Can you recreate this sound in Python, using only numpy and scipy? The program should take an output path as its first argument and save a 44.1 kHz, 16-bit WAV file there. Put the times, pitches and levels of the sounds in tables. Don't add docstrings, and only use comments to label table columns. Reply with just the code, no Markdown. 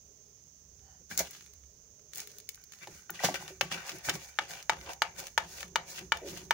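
import sys
import numpy as np
from scipy import signal
from scipy.fft import rfft, irfft
from scipy.io import wavfile
from scipy.ndimage import uniform_filter1d

SR = 44100
rng = np.random.default_rng(int(sys.argv[2]) if len(sys.argv) > 2 else 0)


def linear_from_db(decibels):
    return 10 ** (np.asarray(decibels, float) / 20)


def output_pcm(signal):
    pcm = np.clip(np.atleast_2d(signal).T, -1, 1) * 32767
    wavfile.write(sys.argv[1], SR, np.round(pcm).astype(np.int16))


N = 287973
TIME = np.arange(N) / SR

# [f/Hz, level/dB, t60/s]
THUD = [(119.4, -4, 0.061), (166.7, 1.5, 0.1), (229.4, -3.5, 0.25), (363, -3.5, 0.06)]
BOOM = [(418, -13.5, 0.023), (566, -3, 0.1), (580, -6, 0.19), (693.5, -3.5, 0.057), (804, 0, 0.24),
        (878.5, -5.5, 0.057), (978, -10.5, 0.016)]
KNOCK = [(1130, -10.5, 0.42), (1237, -11, 0.064), (1511, 3, 0.043), (1554, -3, 0.0093), (1816, -1.5, 0.036),
         (1990, -5, 0.034), (2300, -1.5, 0.026), (2891, 1.5, 0.0083), (2964, 0.5, 0.011),
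         (3200, -18.5, 0.028), (3600, -5, 0.044), (4250, -15, 0.0026)]
# [f/Hz, level/dB]
CRACK = [(2800, -9.5), (4000, 9), (5500, 6.5), (6500, 7), (8000, 3), (12000, 2), (17000, -2)]
# [t/s, knock peak level/dB, boom relative level/dB, crack relative level/dB, hollow note f/Hz]
LICK_POPS = [
    (4.3873, -15, -11, -16.5, 852),
    (4.6953, -14, -5.5, -8, 878),
    (5.0192, -13, -9, -9.5, 873),
    (5.377, -12.5, -8, -9, 892),
    (5.7572, -14, -9, -11.5, 920),
    (6.12, -11.5, -13.5, -14, 907),
    (6.508, -13, -7.5, -10, 905),
]


def colour(x, points):
    hz, db = np.transpose(points)
    grid = np.fft.rfftfreq(4096, 1 / SR)
    cepstrum = irfft(np.interp(np.log(grid + 1), np.log(hz), db) * np.log(10) / 20)
    cepstrum[1:2048] *= 2
    cepstrum[2049:] = 0
    taps = irfft(np.exp(rfft(cepstrum)))[:2048]
    return signal.fftconvolve(np.atleast_2d(x), taps[None], axes=1)[:, :x.shape[-1]]


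def walk(rate):
    k = int(SR / rate)
    held = np.repeat(rng.standard_normal(N // k + 1), k)
    return uniform_filter1d(uniform_filter1d(held, k), k)[:N]


def pair(length, alike_hz=700):
    same, own = rng.standard_normal(length), rng.standard_normal((2, length))
    low = signal.butter(1, alike_hz, fs=SR)
    return own + signal.lfilter(*low, same - own)


def swell(s, db, rise_s, fall_s):
    late = TIME[::32] - s
    rise = (np.maximum(-late, 0) / rise_s) ** 1.37
    return linear_from_db(db - 20 * rise - 20 * np.maximum(late, 0) / fall_s)


def blend(gains):
    return np.interp(TIME, TIME[::32], np.sqrt(np.sum(np.square(gains), axis=0)))


def body(x, modes, widen, patchy_db=0.):
    out = 0
    for k, (hz, db, t60) in enumerate(modes):
        pole = np.exp(-np.log(1000) * widen / (t60 * SR))
        feedback = [1, -2 * pole * np.cos(2 * np.pi * hz / SR), pole ** 2]
        mode = signal.lfilter([1 - pole, 0, pole - 1], feedback, x)
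        out = out + (-1) ** k * linear_from_db(db + patchy_db * walk(28)) * mode
    return out / out.std()


def ring(modes, t, shorten, tilt_db=0, scatter=0.99):
    hz, db, t60 = np.array(modes).T[:, :, None]
    size, bend, turn, apart = rng.standard_normal((4, len(modes), 1))
    size, bend, turn = scatter * size, scatter * bend, scatter * turn
    ears = np.array([.5, -.5])[:, None, None] * apart * np.minimum(hz / 2200, 1.3)
    late = t - .00025 - np.array([.00007, 0])[:, None, None]
    waves = -np.cos(2 * np.pi * hz * (1 + .012 * bend) * late + .5 * turn + ears)
    level = linear_from_db(db + tilt_db * np.log2(hz / 2000) + 2 * size)
    out = np.sum(level * waves * 1000. ** (-t / (t60 * shorten)), axis=1)
    high = signal.butter(3, .7 * hz.min(), "high", fs=SR, output="sos")
    out = signal.sosfilt(high, out * np.minimum(t / .0003, 1))
    return out / np.abs(out).max()


def street():
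    # [peak t/s, level/dB, rise t/s, fall t/s]
    traffic = [(0.0, -62.5, .3, 0.66), (.84, -57.5, 0.47, 0.68), (1.22, -52, 0.1, 0.12),
               (1.55, -59.5, 0.3, 0.72), (1.9, -56.5, 0.23, 0.17), (2.56, -62.5, 0.63, 0.4),
               (2.96, -57, 0.15, 0.16), (3.3, -60.5, .3, 3.1), (4.13, -58, 0.14, 0.24),
               (4.84, -53.5, 0.29, 0.14), (5.1, -60.5, 0.093, 1.4), (5.6, -55.5, 0.73, 0.94),
               (6.08, -56, 0.21, 2.1)]
    # [peak t/s, level/dB, rise t/s, fall t/s]
    motor = [
        (.3, -67.5, 1.5, 0.27),
        (.72, -72, 0.14, 1.1),
        (1.2, -68.5, 0.14, 0.82),
        (2.45, -63.5, 1.1, 0.15),
        (3.3, -73.5, 2.1, 30.0),
    ]
    # [f/Hz, level/dB per Hz]
    house = [(20, -104), (50, -102.5), (120, -87), (240, -96), (320, -103), (600, -105), (900, -112),
             (1500, -120)]
    rumble_modes = [(65.9, 3.0, 0.29), (80.0, -6, 0.06), (46.4, -8.5, 0.063)]  # f/Hz, level/dB, t60/s
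    drone_modes = [(417.6, 4.5, 0.078), (613.0, 0.5, 0.26), (238.0, -11.5, 0.65)]
    rumble = body(rng.standard_normal(N), rumble_modes, 1.0)
    rumble *= blend([swell(*row) for row in traffic])
    hum = colour(pair(N, alike_hz=500), house) * np.sqrt(SR / 2) * linear_from_db(1.3 * walk(5.9))
    drone = body(pair(N), drone_modes, 1.34, patchy_db=3.5)
    drone = drone * blend([swell(*row) for row in motor])
    return rumble * linear_from_db(np.array([[-1.5], [1.5]])) + hum + drone


def hits(events, shorten, crack_s, trims_db, popped=False):
    # [f/Hz, level/dB, t60/s]
    bottom = [(1206, -7, 0.043), (1284, -1, 0.049), (1444, -1.5, 0.11), (1605, -15.5, 0.043),
              (1740, -2, 0.13), (2020, -6.5, 0.054), (2255, 4, 0.041), (2890, -0.5, 0.047),
              (2995, -1.5, 0.061), (3254, 1, 0.037), (3696, 1, 0.034), (4750, -12, 0.034)]
    # [f/Hz, level/dB, t60/s]
    undertones = [(511, -20, 0.034), (690, -11.5, 0.052)]
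    knock_trim_db, boom_trim_db, crack_trim_db = trims_db
    flutter_s = .0023
    snap_s, snap_width_s, snap_hz = 0.0003, 0.00052, 1650
    out, t = np.zeros((2, N + SR)), np.arange(SR // 10) / SR
    hold = linear_from_db(-11 * np.clip((t - .0085) / 0.00058, 0, 1))
    flutter = hold * (.25 + np.exp(-(t % flutter_s) / .0006))
    bounce = np.r_[1, np.zeros(int(flutter_s * SR)), .55]
    rattle_band = signal.butter(2, [900, 3600], "band", fs=SR, output="sos")
    for s, db, boom_db, crack_db, *heavy in events:
        bright = [(hz, level_db + 0.42 * (crack_db - 1.0) * np.log2(hz / 8000)) for hz, level_db in CRACK]
        crack = colour(rng.standard_normal((2, len(t))) * np.exp(-t / crack_s) * flutter, bright)
        spot_hz = heavy[1] if heavy else 2200
        if popped:
            knock = ring(bottom, t, 0.78, scatter=.6)
            hollow = ring(undertones + [(spot_hz, 0, .08)], t, 1, scatter=.2)
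        else:
            near = [(hz, mode_db + 4 * np.exp(-(np.log2(hz / spot_hz) / 0.2) ** 2), t60)
                    for hz, mode_db, t60 in KNOCK]
            knock = signal.lfilter(bounce, [1], ring(near, t, shorten, 0.42 * (crack_db + 21.5)))
            hollow = ring(BOOM, t, shorten, tilt_db=4.5)
        rattle = signal.sosfilt(rattle_band, pair(len(t), 2700))
        rattle = rattle * np.exp(-t / (0.0032 * shorten)) * np.minimum(t / 0.0012, 1)
        knock += linear_from_db(-7.5 if popped else -2.5) * rattle
        if popped:
            swing = t - snap_s - snap_width_s
            knock -= linear_from_db(-3) * np.cos(2 * np.pi * snap_hz * swing) * np.exp(-(swing / snap_width_s) ** 2)
        blow = linear_from_db(knock_trim_db) * hold * knock
        blow += linear_from_db(boom_db + boom_trim_db) * hold ** 2.2 * hollow
        blow += linear_from_db(crack_db + crack_trim_db) * crack / np.abs(crack).max()
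        if heavy:
            thud = ring(THUD, t, 0.98) * np.minimum(t / 0.0005, 1) * (1 - t / t[-1])
            blow += linear_from_db(heavy[0] - 8.0) * thud
        start = int((s + .0005) * SR)
        out[:, start:start + len(t)] += linear_from_db(db) * blow
    return out[:, :N]


def blows():
    # [t/s, peak level/dB, crack relative level/dB]
    creases = [(0.794, -60, 1), (1.176, -33, 14.5), (1.1912, -32.5, 15.5), (1.3086, -53, 16.5),
               (1.324, -61, -17), (1.3491, -42.5, -7), (1.4086, -46, -1), (1.4224, -58, 7), (1.462, -49, 1),
               (1.5349, -55.5, 9), (1.636, -57.5, -5), (1.9936, -59.5, 3), (2.1338, -39, 0),
               (2.1484, -58, 26), (2.157, -45.5, 14), (2.173, -54.5, 23), (2.1815, -51, 23),
               (2.195, -37, 0), (2.2022, -39.5, 9), (2.2728, -42, 9.5), (2.384, -53, 15), (2.401, -49, 8),
               (2.4899, -38.5, 13), (2.545, -52, 7), (2.576, -55, -36), (2.6154, -64, 10),
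               (2.6384, -57.5, 18), (2.515, -65, 13), (2.556, -60, 14), (2.757, -66, 9), (2.787, -55, 3),
               (2.316, -56, 8), (2.721, -44, 3), (2.7347, -41.5, -3.5), (3.1034, -51.5, 29)]
    # [t/s, knock peak level/dB, then boom, crack and thud relative level/dB]
    paws = [(1.112, -40, -7, -11, 10.5), (1.122, -43.5, -7, -15, 13.5), (1.2053, -38, -18, 8, -2),
            (2.872, -42, 2.5, 0.5, -3.5), (3.0955, -35, -17, -34, -18), (3.2363, -41, -10, -22, -12),
            (3.2442, -21.5, -16, -35, 8), (3.251, -20.5, -15, -14, 0.5), (3.259, -28, -5, -14, 6),
            (3.6098, -14.5, -10, -7, -31), (3.715, -29, -7, -46, 1), (4.0862, -24, -5, -37, 3),
            (4.0942, -17.5, -19, -3.5, -23), (4.153, -37, -6, 3, 4)]
    # [t/s, peak level/dB, boom and crack relative level/dB]
    claws = [(3.3424, -28.5, 0, -1), (3.479, -36, -24, -5), (3.8934, -29, -10, -2), (3.985, -53.5, -30, 15),
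             (3.917, -36, -9, -3), (4.5076, -37, -16, -7), (4.536, -43, -20, 2), (4.6264, -44.5, -20, 3.5),
             (4.812, -40, -20, -7.5), (4.893, -44, -21, -1), (4.933, -39, -22.5, 0), (5.163, -49, -20, 1),
             (5.201, -40, -23, 5), (5.2686, -37, -23, 3.5), (5.281, -44, -19, -2), (5.6068, -35, -25, -0.5),
             (5.629, -28, -9.5, -10), (5.68, -51, -25, 2.5), (5.8905, -58, -25, -5),
             (5.9825, -33, -27, -10), (5.99, -37, -26, 1), (6.171, -35, -20, -4), (6.365, -43, -23, -20),
             (6.3733, -40, -23, 3.5), (4.374, -51, -30, -10)]
    light = [(s, db, -32, crack_db) for s, db, crack_db in creases] + claws
    knocks = [(*row, 1450) for row in paws]
    pops = [(s, db, boom_db, crack_db, -48, hz) for s, db, boom_db, crack_db, hz in LICK_POPS]
    out = hits(light, 0.66, .003, [4, -2.1, 8])
    out += hits(knocks, 1.99, 0.0063, [3, 4.5, 5])
    return out + hits(pops, 1.99, 0.0063, [3, 4.5, 5], popped=True)


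def creak():
    # [f/Hz, level/dB, t60/s]
    rim = [(760, 3, 0.2), (1500, -5, 0.1), (1800, -5, .1), (3040, -8, .1), (4600, -8, .1)]
    return body(pair(N), rim, 4.9) * linear_from_db(-65.5) * np.exp(-((TIME - 0.91) / 0.081) ** 2)


def contact():
    # [peak t/s, level/dB, rise t/s, fall t/s, brightness level/dB]
    rustles = [
        (1.11, -50.5, 0.015, 0.22, 4),
        (1.187, -38.5, 0.016, 0.081, 5.5),
        (1.205, -36, 0.027, 0.022, -0.5),
        (1.34, -62, 0.11, 0.25, 4),
        (2.19, -52, 0.061, 0.09, 5),
        (2.3, -67, 0.013, 0.32, 6),
        (2.58, -68, 0.14, 0.33, 1),
        (2.76, -65.5, 0.078, 0.43, 3),
        (2.835, -49, 0.033, 0.037, -5.5),
        (2.95, -58, 0.09, 0.12, 2.5),
    ]
    scrapes = [(3.15, -53.5, .04, 0.17, -2), (3.205, -44.5, 0.028, 0.16, -1),
               (3.248, -32.5, 0.022, 0.073, 5), (3.35, -43.5, 0.012, 0.12, -1.5),
               (3.42, -52.5, .06, 0.17, 4), (3.49, -50, 0.033, 0.037, -1), (3.63, -48, 0.013, 0.12, -3),
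               (3.725, -37, 0.022, 0.098, -3), (3.8, -50, 0.074, 0.4, -6), (3.9, -46.5, 0.11, 0.11, 1),
               (4.055, -46.5, 0.03, 0.23, 5.5), (4.095, -37.5, 0.032, 0.038, -2.5),
               (4.14, -43.5, 0.024, 0.041, 4), (4.24, -53.5, 0.11, 0.2, 2.5)]
    licks = [(4.514, -49.5, 0.052, 0.15, 1), (4.61, -55, 0.14, 0.03, 2.5), (4.83, -60.5, 0.017, .15, -2),
             (4.915, -49, 0.15, 0.056, -1), (5.192, -49, 0.05, 0.11, 4.5), (5.275, -59, .03, 0.025, 4),
             (5.52, -54.5, 0.057, 0.17, 7), (5.625, -53.5, 0.18, 0.03, 3), (5.9, -53, 0.046, 0.12, 8),
             (5.99, -51, 0.075, 0.073, 4.5), (6.29, -55.5, 0.057, 0.18, 8), (6.38, -54.5, 0.21, 0.1, 4)]
    # [peak t/s, level/dB, fall t/s]
    shoves = [(1.014, -61, 0.039), (1.108, -76, .08), (1.204, -52, 0.14), (2.896, -43, 0.046),
              (3.115, -53, 0.11), (3.255, -43, 0.27), (3.632, -41, .06), (3.748, -46, 0.071),
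              (3.943, -43.5, 0.068), (4.096, -41, 0.044), (4.158, -40, 0.051), (4.8, -57.5, 0.2),
              (5.449, -55, 0.13), (5.649, -52, 0.22), (6.018, -50, 0.14), (6.3, -52, 0.75)]
    # [peak t/s, level/dB]
    presses = [
        (1.21, -44),
        (3.85, -63),
        (4.532, -52),
        (4.898, -42.5),
        (5.23, -51),
        (5.62, -52.5),
    ]
    settles = [(s + 0.028, -49, 0.014, 0.11, 0) for s, *_ in LICK_POPS]
    hollow = [swell(s, db, 0.038, 0.071) for s, db in presses]
    thuds = [swell(s, db, 0.028, fall_s) for s, db, fall_s in shoves]
    layers = [[], hollow, [], thuds]
    # boom, sizzle and thud of each kind of contact, dB relative to the rasp
    kinds = [(rustles, (-9, 0.091, -9)), (scrapes, (-5.5, -2.5, -19.5)),
             (licks, (-1.5, -1.6, -11)), (settles, (1.9, -34.5, -5.5))]
    for strokes, (boom_db, sizzle_db, thud_db) in kinds:
        for *shape, bright_db in strokes:
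            levels_db = [0, boom_db - 0.24 * bright_db, sizzle_db + bright_db, thud_db]
            for layer, db in zip(layers, levels_db):
                layer.append(linear_from_db(db) * swell(*shape))
    return [blend(layer) for layer in layers]


def rubbing():
    rasp_gain, boom_gain, sizzle_gain, thud_gain = contact()
    slips = (rng.random(N) < 300 / SR) * linear_from_db(np.minimum(5 * rng.exponential(size=N), 10))
    grain = 1.5 + signal.lfilter([1], [1, -np.exp(-1 / (.001 * SR))], slips)
    rasp = pair(N) * grain * linear_from_db(1.5 * walk(30))
    sizzle = colour(rasp / np.sqrt(grain) * linear_from_db(3.2 * walk(50)), CRACK)
    boom = body(pair(N) * grain * linear_from_db(1.5 * walk(40)), BOOM, 1.6, patchy_db=2.5)
    thud = body(pair(N) * linear_from_db(3 * walk(25)), THUD, 1.3)
    out = linear_from_db(3.0) * rasp_gain * body(rasp, KNOCK, 1.8, patchy_db=2.5)
    out = out + boom_gain * boom
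    out = out + linear_from_db(1.56) * sizzle_gain * sizzle / sizzle.std()
    return out + linear_from_db(1.1) * thud_gain * thud


def thumps():
    # [t/s, peak level/dB, panel f/Hz, t60/s]
    pads = [(1.013, -57, 500, .05), (1.112, -30, 1650, 0.038), (1.12, -38, 1680, .04),
            (1.205, -24.5, 647, 0.041), (2.576, -51, 1520, .03), (3.6105, -19, 2300, 0.028),
            (3.6108, -19, 2670, 0.031), (5.81, -45, 920, .04), (5.982, -39, 1600, .04),
            (6.366, -40, 1560, 0.036), (6.16, -37, 690, 0.057), (3.192, -30, 1900, 0.046),
            (3.204, -33, 815, 0.036), (3.219, -39, 736, 0.043), (3.2365, -17.5, 730, 0.028),
            (3.243, -21, 482, 0.034), (3.2872, -19, 696, 0.024), (3.2965, -26, 670, 0.029),
            (3.2987, -32.5, 236, 0.043), (3.309, -37, 282, 0.031), (3.408, -38, 792, .04),
            (3.424, -36, 836, .04), (2.4895, -37, 2190, 0.023), (3.096, -31.5, 1490, 0.037),
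            (3.098, -35.5, 800, 0.035), (3.716, -29, 1456, 0.034), (3.773, -33.5, 1380, 0.025),
            (3.872, -37, 840, .03), (4.0863, -20, 1650, 0.013), (4.722, -27, 1300, 0.022),
            (4.733, -42, 850, .03), (4.888, -40, 813, 0.069), (5.065, -38, 860, 0.035),
            (5.228, -39.5, 757, 0.043), (5.427, -36, 930, 0.029), (5.633, -45, 1220, 0.053)]
    out, t = np.zeros((2, N + SR)), np.arange(SR // 10) / SR
    for s, db, hz, t60 in pads:
        panel = ring([(hz, 0, t60), (1.22 * hz, -9, t60)], t, 0.85) * np.minimum(t / 0.0016, 1)
        start = int(s * SR)
        out[:, start:start + len(t)] += linear_from_db(db) * panel
    return out[:, :N]


def groans():
    # [t/s, peak level/dB, pitch ratio]
    slips = [(1.202, -34, 1.1), (3.503, -37, 1), (3.521, -52, 1), (6.217, -31, 1.05), (6.231, -31, 1.02),
             (6.245, -27.5, 0.97), (6.261, -31, 0.96), (6.268, -31, 0.94), (6.282, -33, .92),
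             (6.3, -43, 0.97), (6.314, -39, 0.95), (6.332, -40, 0.94), (6.35, -46, .82)]
    # [f/Hz, level/dB, t60/s]
    wall = [(381.2, 2.5, 0.17), (441, 7.5, 0.052), (571, 4.3, 0.048)]
    out, t = np.zeros((2, N + SR)), np.arange(SR // 10) / SR
    for s, db, ratio in slips:
        bent = [(hz * ratio, *rest) for hz, *rest in wall]
        start = int(s * SR)
        out[:, start:start + len(t)] += linear_from_db(db) * ring(bent, t, 0.79) * np.minimum(t / 0.0042, 1)
    return out[:, :N]


def scene():
    tub = blows() + creak() + rubbing() + thumps() + groans()
    room_t60_s, room_db = 0.15, -14
    t = np.arange(SR // 3) / SR
    tail = pair(len(t)) * 1000. ** (-t / room_t60_s) * (t > .004)
    echo = colour(tail, [(100, 0.5), (1000, -2.5), (4000, -5.5), (16000, -9.5)])
    echo /= np.sqrt(np.sum(echo ** 2, axis=1, keepdims=True))
    return tub + linear_from_db(room_db) * signal.fftconvolve(tub, echo, axes=1)[:, :N] + street()


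def low_pass(x):
    return signal.sosfilt(signal.butter(12, 16670, fs=SR, output="sos"), x)


def record(dry):
    # [f/Hz, level/dB]
    mic_left = [(30, -5), (1000, -1), (2500, 1), (4500, -2), (7000, 1.5), (11000, 2), (13500, -6),
                (14500, 7), (15200, 9), (15700, 10.5), (16200, -22), (17000, -66.5)]
    mic_right = [(30, -4), (1000, -0.5), (2500, -5.5), (4200, 0.5), (6300, 7), (7000, 7.5), (8600, -17.5),
                 (11000, -45.5), (13600, -59), (14400, -22), (15200, 1), (15700, 2.5), (16200, -38),
                 (17000, -27.5)]
    # [f/Hz, level/dB per Hz]
    hiss_left = [(300, -112), (1200, -111), (3000, -112), (6000, -113), (8000, -119), (13600, -125),
                 (15100, -113), (15600, -118), (16100, -140)]
    hiss_right = [(300, -113), (2400, -113), (4100, -110), (5500, -96), (6350, -83), (6900, -92.5),
                  (7600, -104), (8300, -118), (13500, -122), (14500, -109), (15200, -102), (15600, -107),
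                  (16100, -137)]
    hiss = rng.standard_normal((2, N)) * np.sqrt(SR / 2)
    left = colour(dry[0], mic_left) + colour(hiss[0], hiss_left)
    right = colour(dry[1], mic_right) + colour(hiss[1], hiss_right)
    return low_pass(np.vstack([left, right]))


dry = scene()
out = record(dry)
output_pcm(out)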